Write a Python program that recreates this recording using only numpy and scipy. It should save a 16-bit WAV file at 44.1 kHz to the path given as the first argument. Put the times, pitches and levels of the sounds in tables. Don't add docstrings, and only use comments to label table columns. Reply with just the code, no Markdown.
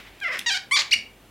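import sys
import numpy as np
from scipy import signal
from scipy.fft import rfft, irfft
from scipy.io import wavfile

SR = 44100
rng = np.random.default_rng(int(sys.argv[2]) if len(sys.argv) > 2 else 0)


def master(y):
    cut = np.clip(np.atleast_2d(y).T, -1, 1)
    pcm = np.round(cut * 32767)
    wavfile.write(sys.argv[1], SR, pcm.astype(np.int16))


N = 57330
T = np.arange(N) / SR
SIZE = 2 ** 17
HZ = np.arange(SIZE // 2 + 1) * SR / SIZE

SHIFT_TIMES = [0.234, 0.5, 0.746]


def from_db(db):
    return 10 ** (np.asarray(db) / 20)


def rms_one(x):
    return x / np.sqrt(np.mean(x ** 2) + 1e-20)


def at_hz(points, hz):
    f, v = np.transpose(points)
    return np.interp(np.log(np.maximum(hz, 1)), np.log(f), v)


def colour(x, spectrum):
    cepstrum = irfft(np.log(from_db(at_hz(spectrum, HZ))))
    cepstrum[1:SIZE // 2] *= 2
    cepstrum[SIZE // 2 + 1:] = 0
    response = np.exp(rfft(cepstrum))
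    return irfft(rfft(x, SIZE) * response)[:N]


def clicks(times, sizes):
    out, taps = np.zeros(N), np.arange(-8, 9)
    at = np.asarray(times)[:, None] * SR
    index = at.astype(int) + taps
    offset = index - at
    shape = np.sinc(offset) * np.sinc(offset / len(taps) * 2)
    np.add.at(out, np.clip(index, 0, N - 1), np.asarray(sizes)[:, None] * shape)
    return out


def earlier_tail():
    # (t/s, level/dB)
    loudness = [(0, -41.5), (.035, -50), (.075, -46.5), (0.112, -55), (.2, -53.5)]
    # (f/Hz, level/dB)
    tail_spectrum = [(1200, -0.5), (2100, 7.5), (3350, 2.5), (4200, -3), (8000, -19.5)]
    s, db = np.transpose(loudness)
    fade = np.exp(-np.maximum(T - s[-1], 0) / 0.1)
    noise = rms_one(colour(rng.standard_normal(N), tail_spectrum))
    return from_db(np.interp(T, s, db)) * fade * noise


def background():
    # (f/Hz, level/dB per Hz)
    floor_spectrum = [(50, -24), (85, 1), (130, -4.5), (400, -4.5), (1600, -15.5), (3000, -15),
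                      (5000, -24.5), (16000, -27.5)]
    # (t/s, level/dB)
    hum_level = [(0, -59), (.12, -54.5), (.2, -65), (.98, -68), (1.1, -58.5), (1.3, -62)]
    hum_hz = 47.6
    floor_db, side_hiss_db, side_tone_db = -53, -64.5, -75
    hum_gain = from_db(np.interp(T, *np.transpose(hum_level)))
    hum = hum_gain * np.sqrt(2) * np.sin(2 * np.pi * hum_hz * T)
    tone, other = (rms_one(colour(white, floor_spectrum)) for white in rng.standard_normal((2, N)))
    bright_hiss = rms_one(np.diff(rng.standard_normal(N + 1)))
    side = from_db(side_hiss_db) * bright_hiss + from_db(side_tone_db) * other
    return from_db(floor_db) * tone + hum + side * np.array([[1], [-1]])


def smear(x):
    lag_hz = [1920, 3700, 5110, 6700]
    lag_width_hz, low_cut_hz = 470, 270
    r = np.exp(-np.pi * lag_width_hz / SR)
    for hz in lag_hz:
        a = [1, -2 * r * np.cos(2 * np.pi * hz / SR), r * r]
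        x = signal.lfilter(a[::-1], a, x + 1e-18)
    return signal.sosfilt(signal.butter(2, low_cut_hz, "high", fs=SR, output="sos"), x)


def snaps():
    # (t/s, peak level/dB, dullness 0-1)
    snap_list = [(0.202, -36, 0.3), (0.3885, -26.5, 0), (0.3919, -16.5, 0.13), (0.413, -23, 0.8),
                 (0.8191, -13, 0.53), (.9368, -11.5, 0.33)]
    # (f/Hz, level/dB)
    snap_spectrum = [(900, -27.5), (2000, -14), (2800, -2), (4100, -3.5), (4800, -14), (8500, -12.5),
                     (16000, -16)]
    crumble_fade_s, crumble_gain = .0014, .2
    out = np.zeros(N)
    for s, db, dull in snap_list:
        crumble = (T > s) * np.exp(-np.abs(T - s) / crumble_fade_s) * rng.standard_normal(N)
        kick = clicks([s], [1])
        snap = smear(colour(kick + crumble_gain * crumble, snap_spectrum))
        cutoff_hz = 16000 * .1 ** np.clip(dull, 0, 1)
        snap = signal.sosfilt(signal.butter(2, cutoff_hz, fs=SR, output="sos"), snap)
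        out += from_db(db) * snap / np.abs(snap).max()
    return out


def waver(x):
    swell_db = 2.5 * np.sqrt(3)
    step_s = .012
    centres = np.geomspace(900, 12000, 12)
    spectrum, out = rfft(x, SIZE), 0
    knots = np.arange(400) * step_s
    for share in np.eye(len(centres)):
        drift = np.interp(T, knots, rng.uniform(-0.73, 1, len(knots)))
        band = irfft(spectrum * np.interp(HZ, centres, share))[:N]
        out = out + band * from_db(swell_db * drift)
    return out


def slip_kicks(s, rate, db, rough):
    jitter, uneven_db = 0.1715, 6.5
    chance = np.clip(rng.standard_normal((400, 2)), -2, 2)
    times, sizes, now = [], [], s[0]
    for timing, strength in chance:
        if now > s[-1]:
            break
        unrest = np.clip(np.interp(now, s, rough), 0, 1)
        period = np.exp(jitter * unrest * timing) / np.interp(now, s, rate)
        kick_db = np.interp(now, s, db) + uneven_db * unrest * strength
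        times.append(now)
        sizes.append(np.sqrt(period) * from_db(kick_db))
        now += period
    return clicks(times, sizes)


def squeak(turn, bodies):
    treble_hz, friction_db = 3170, -34
    hiss_fade_s = 0.0012
    s, rate, db, treble_db, rough = np.transpose(turn)
    kicks = slip_kicks(s, rate, db, rough)
    follower = [1, -np.exp(-1 / (hiss_fade_s * SR))]
    hiss_power = signal.lfilter([1 / (hiss_fade_s * SR)], follower, kicks ** 2 + 1e-18)
    hiss = np.sqrt(np.abs(hiss_power)) * rng.standard_normal(N)
    force = kicks + from_db(friction_db) * hiss
    sound = waver(smear(sum(colour(force * share, body) for body, share in bodies)))
    bass = signal.sosfiltfilt(signal.butter(2, treble_hz, fs=SR, output="sos"), sound)
    sound = bass + (sound - bass) * from_db(np.interp(T, s, treble_db))
    level = from_db(np.interp(T, s, db)) * (T >= s[0]) * (T <= s[-1])
    return rms_one(sound) * np.sqrt(np.mean(level ** 2))


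def shifting_squeak(turn, early_body, late_body, shift_s):
    blend_s = .01
    share = .5 + .5 * np.tanh((T - shift_s) / blend_s)
    return squeak(turn, [(early_body, 1 - share), (late_body, share)])


def first_turn():
    # (t/s, slip rate/Hz, level/dB, treble/dB, roughness 0-1)
    course = [(.212, 800, -41.5, 6, 0.07), (.224, 813, -30, 3.5, 0.01), (.236, 760, -27.5, 4.5, 0.04),
              (.25, 678, -25, -5.5, 0.05), (.272, 693, -27, -3, 0.15), (.284, 602, -27.5, 0, 0.08),
              (.297, 495, -28.5, -10, 0.13), (.312, 517, -28, -5, 0.2), (.33, 655, -29.5, 11.5, .08),
              (.343, 593, -28, 6.5, 0.3), (.352, 390, -25.5, 3, 0.3), (.384, 220, -40, 13, 0.7)]
    # (f/Hz, level/dB)
    early_body = [(800, -20.5), (1600, 2), (2400, -3), (3250, -11.5), (4100, -31.5), (16000, -48)]
    late_body = [(300, -14.5), (950, -18), (1350, -6.5), (1700, -3.5), (2020, 4.5), (2400, -5.5),
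                 (3300, -17.5), (4500, -24.5), (5200, -16), (6000, -29.5), (16000, -53)]
    return shifting_squeak(course, early_body, late_body, SHIFT_TIMES[0])


def pop():
    # (t/s, level/dB)
    thumps = [(.385, -10.5), (0.954, -8)]
    # (f/Hz, level/dB, time to fade by 60 dB/s)
    air_modes = [(207.9, -46.5, 0.31), (239.4, -38.5, 0.29)]
    thump_rise_s, pop_s = 0.0023, .9555
    puff_hz, puff_db, puff_fade_s = 117, -46, .016
    tick_hz, tick_db, tick_fade_s = 800, -44, 0.0003
    air = 0
    for s, thump_db in thumps:
        age = np.maximum(T - s, 0)
        ring = sum(from_db(db - 60 * age / t60) * np.sin(2 * np.pi * hz * age)
                   for hz, db, t60 in air_modes)
        air = air + from_db(thump_db) * (1 - np.exp(-age / thump_rise_s)) * ring
    age = np.maximum(T - pop_s, 0)
    puff = from_db(puff_db) * np.exp(-age / puff_fade_s) * np.sin(2 * np.pi * puff_hz * age)
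    tick = from_db(tick_db) * np.exp(-age / tick_fade_s) * np.sin(2 * np.pi * tick_hz * age)
    return air + puff + tick


def second_turn():
    # (t/s, slip rate/Hz, level/dB, treble/dB, roughness 0-1)
    course = [(.4612, 963, -23.5, -10, 0.077), (.469, 944, -21, -4, 0.1), (.484, 936, -22.5, 1, 0.044),
              (.494, 868, -24.5, 2, 0.07), (.506, 766.6, -21.5, -5, 0.09), (.528, 814, -25.5, 3, 0.057),
              (.55, 718.6, -23.5, -2.5, 0.16), (.566, 784, -27.5, -0.5, 0.087), (.576, 738, -23, -1.5, .35)]
    # (f/Hz, level/dB)
    early_body = [(400, -33), (1000, -14.5), (1850, 0.5), (2800, -3), (3750, 1.5), (4800, -6), (6600, -7.5),
                  (8400, -21.5), (16000, -58)]
    late_body = [(400, -20.5), (1100, -12.5), (1650, -2), (3200, -2.5), (4100, -4.5), (4800, -3.5),
                 (6000, -13), (7000, -16), (16000, -42)]
    return shifting_squeak(course, early_body, late_body, SHIFT_TIMES[1])


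def third_turn():
    # (t/s, slip rate/Hz, level/dB, treble/dB, roughness 0-1)
    squeal_course = [(.711, 996, -22, -5, 0.028), (.721, 1079, -17, -0.5, 0.019),
                     (.731, 1154, -22, 5, 0.018), (.749, 1172, -20.5, 10.5, 0.013),
                     (.758, 1136, -15, 2, 0.029), (.765, 986, -17, 3, 0.06), (.775, 610, -21, 5.5, .17),
                     (.79, 500, -31, 4, 0.45)]
    creak_course = [(.7653, 303.7, -23.5, -3, 0.045), (.7725, 296.4, -17.5, -1, .05),
                    (.776, 414.3, -22.5, 3, .2), (.7875, 420.3, -26, -2, 0.15), (.79, 310, -17, 0, .06),
                    (.794, 306.5, -20, 5.5, 0.095), (.805, 279.2, -23.5, 2.5, 0.11),
                    (.8125, 194, -28.5, 9, .1)]
    # (f/Hz, level/dB)
    squeal_body = [(500, -36), (1080, -5.5), (2200, 3), (3400, -5.5), (4600, -9.5), (5800, -17),
                   (7000, -20), (8100, -13), (10200, -20), (13000, -41.5)]
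    creak_body = [(400, -28.5), (1150, -7.5), (1500, -10), (2200, -0.5), (2800, -10.5), (3600, -3),
                  (4650, -3.5), (5200, -8.5), (7000, -12.5), (8200, -26.5), (16000, -47)]
    squeal = shifting_squeak(squeal_course, squeal_body, creak_body, SHIFT_TIMES[2])
    return squeal + squeak(creak_course, [(creak_body, 1)])


def last_turn():
    # (t/s, slip rate/Hz, level/dB, treble/dB, roughness 0-1)
    main_course = [(.9095, 1339, -28.5, 1.4, .1), (.915, 2003, -19.5, 7.9, 0.14),
                   (.921, 2374, -19.5, 8, 0.11), (.928, 2799, -16, 9, 0.057),
                   (.9335, 2895, -10.5, 8.2, 0.035), (.937, 3060, -18.5, 7.7, 0.12)]
    rim_course = [(.9315, 1444, -25.5, 13, 0.12), (.936, 2118, -15.5, -7, 0.084), (.940, 2299, -15, 2, 0.1),
                  (.945, 2486, -22.5, -1, 0.21)]
    # (f/Hz, level/dB)
    last_body = [(700, -26), (1500, -11.5), (2200, 5), (2900, 3), (3600, -0.5), (4700, 1.5), (5900, -9),
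                 (6800, -15), (16000, -40)]
    return squeak(main_course, [(last_body, 1)]) + squeak(rim_course, [(last_body, 1)])


def room(x):
    # (f/Hz, time/s)
    fade_times = [(200, 0.29), (1000, 0.29), (2500, 0.33), (5000, 0.25), (9000, 0.2)]
    # (f/Hz, level/dB)
    tail_colour = [(200, -1.5), (1000, -2), (2500, -8.5), (5000, -8), (9000, -7), (16000, -12)]
    # (delay/s, level/dB)
    echoes = [(0.01, -18.5)]
    tail_delay_s, build_s = 0.0024, 0.00099
    edges = np.r_[0, np.geomspace(250, 16000, 13)]
    white = rfft(rng.standard_normal(N), SIZE)
    age, tail = np.maximum(T - tail_delay_s, 0), 0
    build = 1 - np.exp(-age / build_s)
    for low, high in zip(edges, edges[1:]):
        hz = (low + high) / 2
        noise = irfft(white * (HZ >= low) * (HZ < high))[:N]
        band = noise * from_db(-60 * age / at_hz(fade_times, hz)) * build
        width_gain = np.sqrt(2 * (high - low) / SR / N)
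        tail = tail + rms_one(band) * width_gain * from_db(at_hz(tail_colour, hz))
    delay, db = np.transpose(echoes)
    reflections = tail + clicks(delay, from_db(db))
    return x + signal.fftconvolve(x, reflections)[:N]


def scene():
    cork = first_turn() + second_turn() + third_turn() + last_turn()
    return room(cork + snaps() + pop()) + earlier_tail() + background()


def record(dry):
    cutoff_hz = 16100
    return signal.sosfilt(signal.ellip(10, .1, 80, cutoff_hz, fs=SR, output="sos"), dry)


dry = scene()
out = record(dry)
master(out)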